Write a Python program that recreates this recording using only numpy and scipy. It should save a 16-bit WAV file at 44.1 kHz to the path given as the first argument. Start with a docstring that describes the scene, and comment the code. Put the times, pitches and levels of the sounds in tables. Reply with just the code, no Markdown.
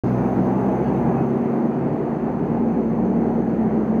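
"""Outdoors, far from a road, on one microphone. It opens on a low rumble of tyres and exhausts, with
engines droning inside it, faint insect-like hiss on top and a soft rustle that soon dies away.
One engine slowly gathers speed, and narrow whines swell out of the rumble. Around one second
a few tiny bird calls come from far off, and the rumble begins to dull. A second accelerating engine
takes over from the first, while a third, holding its note throughout, grows louder and then sags."""
import sys
import numpy as np
from scipy import signal
from scipy.fft import rfft, irfft
from scipy.io import wavfile
from scipy.ndimage import uniform_filter1d

SR = 44100
rng = np.random.default_rng(int(sys.argv[2]) if len(sys.argv) > 2 else 0)


def file_out(sig):
    """Save sig as 16-bit WAV at sys.argv[1]."""
    # one column per channel
    cols = np.atleast_2d(sig).T
    # limit, then scale
    lim = np.clip(cols, -1, 1)
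    pcm = np.round(lim * 32767).astype(np.int16)
    wavfile.write(sys.argv[1], SR, pcm)


N = 176400
TIME = np.arange(N) / SR


def amp(db):
    """Decibels to gain."""
    return 10 ** (np.asarray(db) / 20)


def unit(x):
    """Scales to rms 1."""
    return x / np.sqrt(np.mean(x ** 2) + 1e-20)


def curves(rows):
    """Each column of a time table, joined by straight lines."""
    times, *columns = np.transpose(rows)
    return [np.interp(TIME, times, column) for column in columns]


def noise(gain):
    """Noise of rms 1 whose spectrum is shaped by gain(Hz)."""
    white = rfft(rng.standard_normal(N))
    return unit(irfft(white * gain(np.fft.rfftfreq(N, 1 / SR)), N))


def wander(rate_hz):
    """Slow random motion up to about the given rate."""
    return noise(lambda hz: (hz > 0) * np.exp(-(hz / rate_hz) ** 2))


def noise_band(centre_hz, width_hz):
    """Noise in one bell-shaped band."""
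    return noise(lambda hz: np.exp(-((hz - centre_hz) / width_hz) ** 2))


def resonance(centre_hz, width_hz, skirt=1.3):
    """A fuzzy whistle: noise in one resonance."""
    return noise(lambda hz: (1 + (2 * (hz - centre_hz) / width_hz) ** 2) ** (-skirt / 2))


def road():
    """Tyre and exhaust noise blurred by distance, in drifting patches, growing duller."""
    # rumble spectrum: (frequency [Hz], early relative level [dB], late relative level [dB])
    spectrum = [(20, -38.5, -36.5), (45, -36, -32.5), (80, -26, -24), (99, -13.5, -12.5), (124, -8, -13),
                (163, -1.5, -2), (201, -1, 2.5), (260, -2.5, -0.5), (380, -3, -1.5), (475, -9, -6),
                (596, -10.5, -12), (755, -9, -10), (896, -15, -15), (1088, -19.5, -23.5),
                (1390, -26.5, -28), (2040, -33.5, -34.5), (2675, -41.5, -43.5), (3480, -55, -56),
                (5000, -62, -63.5), (8000, -65.5, -68), (10500, -72.5, -77.5), (12700, -73, -77),
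                (13800, -67.5, -71), (16000, -72.5, -74.5)]
    # rumble at the microphone: (time [s], level [dB])
    loudness = [(0, -22), (.9, -20), (1.5, -22), (2.2, -22.5), (2.7, -23), (3.3, -22.5), (4, -22.5)]
    size, hop = 2048, 512
    hz = np.fft.rfftfreq(size, 1 / SR)
    frame_s = np.arange(N // hop + 3) * hop / SR
    spectrum_hz, *levels = np.transpose(spectrum)
    early, late = (np.interp(np.log(hz + 1), np.log(spectrum_hz), db) for db in levels)
    dulling = np.interp(frame_s, [1, 3.02], [0, 1])[:, None]
    real, imag, patches = rng.standard_normal((3, len(frame_s), len(hz)))
    patches = uniform_filter1d(patches, size=10, axis=0)  # smooth in time
    patch_db = unit(uniform_filter1d(patches, size=16, axis=1))  # and in frequency
    frames = (real + 1j * imag) * amp(early + dulling * (late - early) + patch_db)
    rumble = signal.istft(frames.T, nperseg=size, noverlap=size - hop)[1][:N]
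    swell_db = .5 * wander(rate_hz=11)
    return unit(rumble) * amp(curves(loudness)[0] + swell_db)


def engine(firing_hz, harmonics, waver=.004, flutter_db=1.32):
    """Exhaust harmonics on one wavering speed, each fluttering on its way through the air."""
    phase = 2 * np.pi * np.cumsum(firing_hz * (1 + waver * wander(rate_hz=8))) / SR
    exhaust = np.zeros(N)
    for k, db in harmonics:
        rms = amp(db + flutter_db * wander(rate_hz=14))
        exhaust += np.sqrt(2) * rms * np.sin(k * phase + 2 * np.pi * rng.random())
    return exhaust


def first_engine():
    """A far engine fires faster as it gathers speed, then fades."""
    # acceleration: (time [s], firing rate [Hz])
    speed = [(0, 61.8), (.45, 63.6), (.75, 65.6), (1.25, 67), (1.9, 72.07), (2.6, 77.23)]
    # exhaust harmonics: (time [s], level of harmonic 1, 2, 3, 4 [dB])
    levels = [(0, -37.5, -24, -30.5, -29.5), (.55, -43, -29.5, -26, -29), (.9, -38.5, -33, -27.5, -37),
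              (1.22, -45.5, -28.5, -39.5, -38.5), (1.42, -59.5, -33.5, -31, -42), (2.2, -55, -37, -31, -41),
              (2.55, -53, -30, -35.5, -45), (2.9, -66.5, -55, -53, -62)]
    return engine(curves(speed)[0], enumerate(curves(levels), 1))


def droning_engine():
    """A far engine holds one note, grows louder, then sags in pitch."""
    # the drone: (time [s], pitch [Hz], level [dB])
    drone = [(0, 234, -31), (.65, 233.4, -32), (.92, 240, -28.5), (1.2, 234.5, -25), (1.55, 236, -26),
             (1.9, 232, -30.5), (2.35, 231.4, -30), (2.7, 229, -22.5), (3.4, 231.5, -24),
             (3.65, 221.2, -21), (3.85, 216, -24), (4, 225.1, -20.5)]
    hz, level = curves(drone)
    return engine(hz, [(1, level)])


def insects():
    """Thin shimmering bands of insect-like hiss, above a steadier lower one."""
    # high bands: (centre [Hz], width [Hz], base level [dB])
    bands = [(6270, 300, -70), (9830, 200, -80.5), (11350, 170, -83.5), (11880, 340, -79),
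             (14860, 480, -76)]
    # their shared fall and rise: (time [s], gain [dB])
    swell = [(0, 4), (.8, 2), (1.3, 0), (1.8, -5), (3.1, -2), (4, -3)]
    high = sum(amp(db) * resonance(hz, width) for hz, width, db in bands)
    shimmer_db = .4 * wander(rate_hz=40)
    low = amp(-74) * resonance(centre_hz=4340, width_hz=480)
    return high * amp(curves(swell)[0] + shimmer_db) + low


def thin_tone():
    """An insect-like tone with a quickly trembling pitch."""
    # tone inside the lower hiss band: (time [s], pitch [Hz], level [dB])
    tone = [(0, 4350, -85.5), (2.3, 4330, -85.5), (2.9, 4330, -77), (3.5, 4400, -78.5), (4, 4370, -83)]
    hz, level = curves(tone)
    tremble_hz = 90 * wander(rate_hz=120)
    return amp(level) * np.sin(2 * np.pi * np.cumsum(hz + tremble_hz) / SR)


def rustle():
    """A soft dry rustle: faint wide hiss that dies away early."""
    # rustle at the microphone: (time [s], level [dB])
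    loudness = [(0, -62), (.3, -72.5), (.46, -66), (.53, -74.5), (.9, -75.5), (1.3, -90), (4, -94)]
    return amp(curves(loudness)[0]) * noise_band(centre_hz=4100, width_hz=2000)


def whines():
    """Narrow bands of road noise that swell out of the rumble and sink back."""
    # swells: (start [s], length [s], pitch [Hz], width [Hz], level [dB])
    swells = [(.42, 0.47, 856, 30, -36), (0.898, 1.05, 374.6, 30, -30), (2.7, .8, 190.4, 39.8, -26.5)]
    return sum(amp(db) * np.sin(np.pi * np.clip((TIME - start) / length, 0, 1)) * noise_band(hz, width)
               for start, length, hz, width, db in swells)


def bird_call(start_s, length_s, top_hz, arch, harmonics, brighten_db=1.4):
    """One far note that swells, brightens and fades while its pitch arches."""
    progress = np.clip((TIME - start_s) / length_s, 0, 1)
    hz = top_hz * (1 - arch * (2 * progress - 1) ** 2)
    phase = 2 * np.pi * np.cumsum(hz) / SR
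    note = sum(amp(db + brighten_db * k * (progress - 1)) * np.sin(k * phase) for k, db in harmonics)
    return np.sin(np.pi * progress) * note


def birds():
    """A nasal squawk, probably a bird, and two short whistles, nearly lost in the rumble."""
    # squawk harmonics: (multiple, base level [dB])
    nasal = [(2, -41), (4, -44), (7, -55), (8, -59), (11, -57)]
    # far whistles: (start [s], length [s], nominal pitch [Hz], base level [dB])
    whistles = [(1.14, .11, 2565, -51), (.93, .07, 3815, -66)]
    squawk = bird_call(start_s=.812, length_s=.105, top_hz=411, arch=.05, harmonics=nasal)
    return squawk + sum(bird_call(start, length, hz, arch=.008, harmonics=[(.99, db)])
                        for start, length, hz, db in whistles)


def following_engine():
    """Another accelerating engine rises out of the rumble about halfway through."""
    # acceleration: (time [s], firing rate [Hz], base level [dB])
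    run = [(0, 57.2, -64.5), (1.6, 58, -58.5), (2.2, 58.7, -46), (2.5, 59.6, -43.5), (3, 60.3, -43),
           (3.5, 62.54, -41), (4, 64, -44)]
    # exhaust harmonics: (multiple, gain [dB])
    harmonics = [(1, -0.5), (2, 2), (3, 6.5)]
    hz, level = curves(run)
    return engine(hz, [(k, level + db) for k, db in harmonics])


def scene():
    """Traffic far off, insects and birds above it, in mono."""
    traffic = road() + first_engine() + droning_engine() + whines() + following_engine()
    return (traffic + insects() + thin_tone() + rustle() + birds())[None]


def record(dry):
    """The microphone opens after a moment of silence; the highest treble is cut off."""
    open_s, rise_s, cutoff_hz = .0361, .0017, 15300
    opened = np.clip((TIME - open_s) / rise_s, 0, 1)
    low_pass = signal.firwin(2047, cutoff_hz, window=("kaiser", 9), fs=SR)
    return signal.oaconvolve(dry * opened, low_pass[None], "same")


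dry = scene()
out = record(dry)
file_out(out)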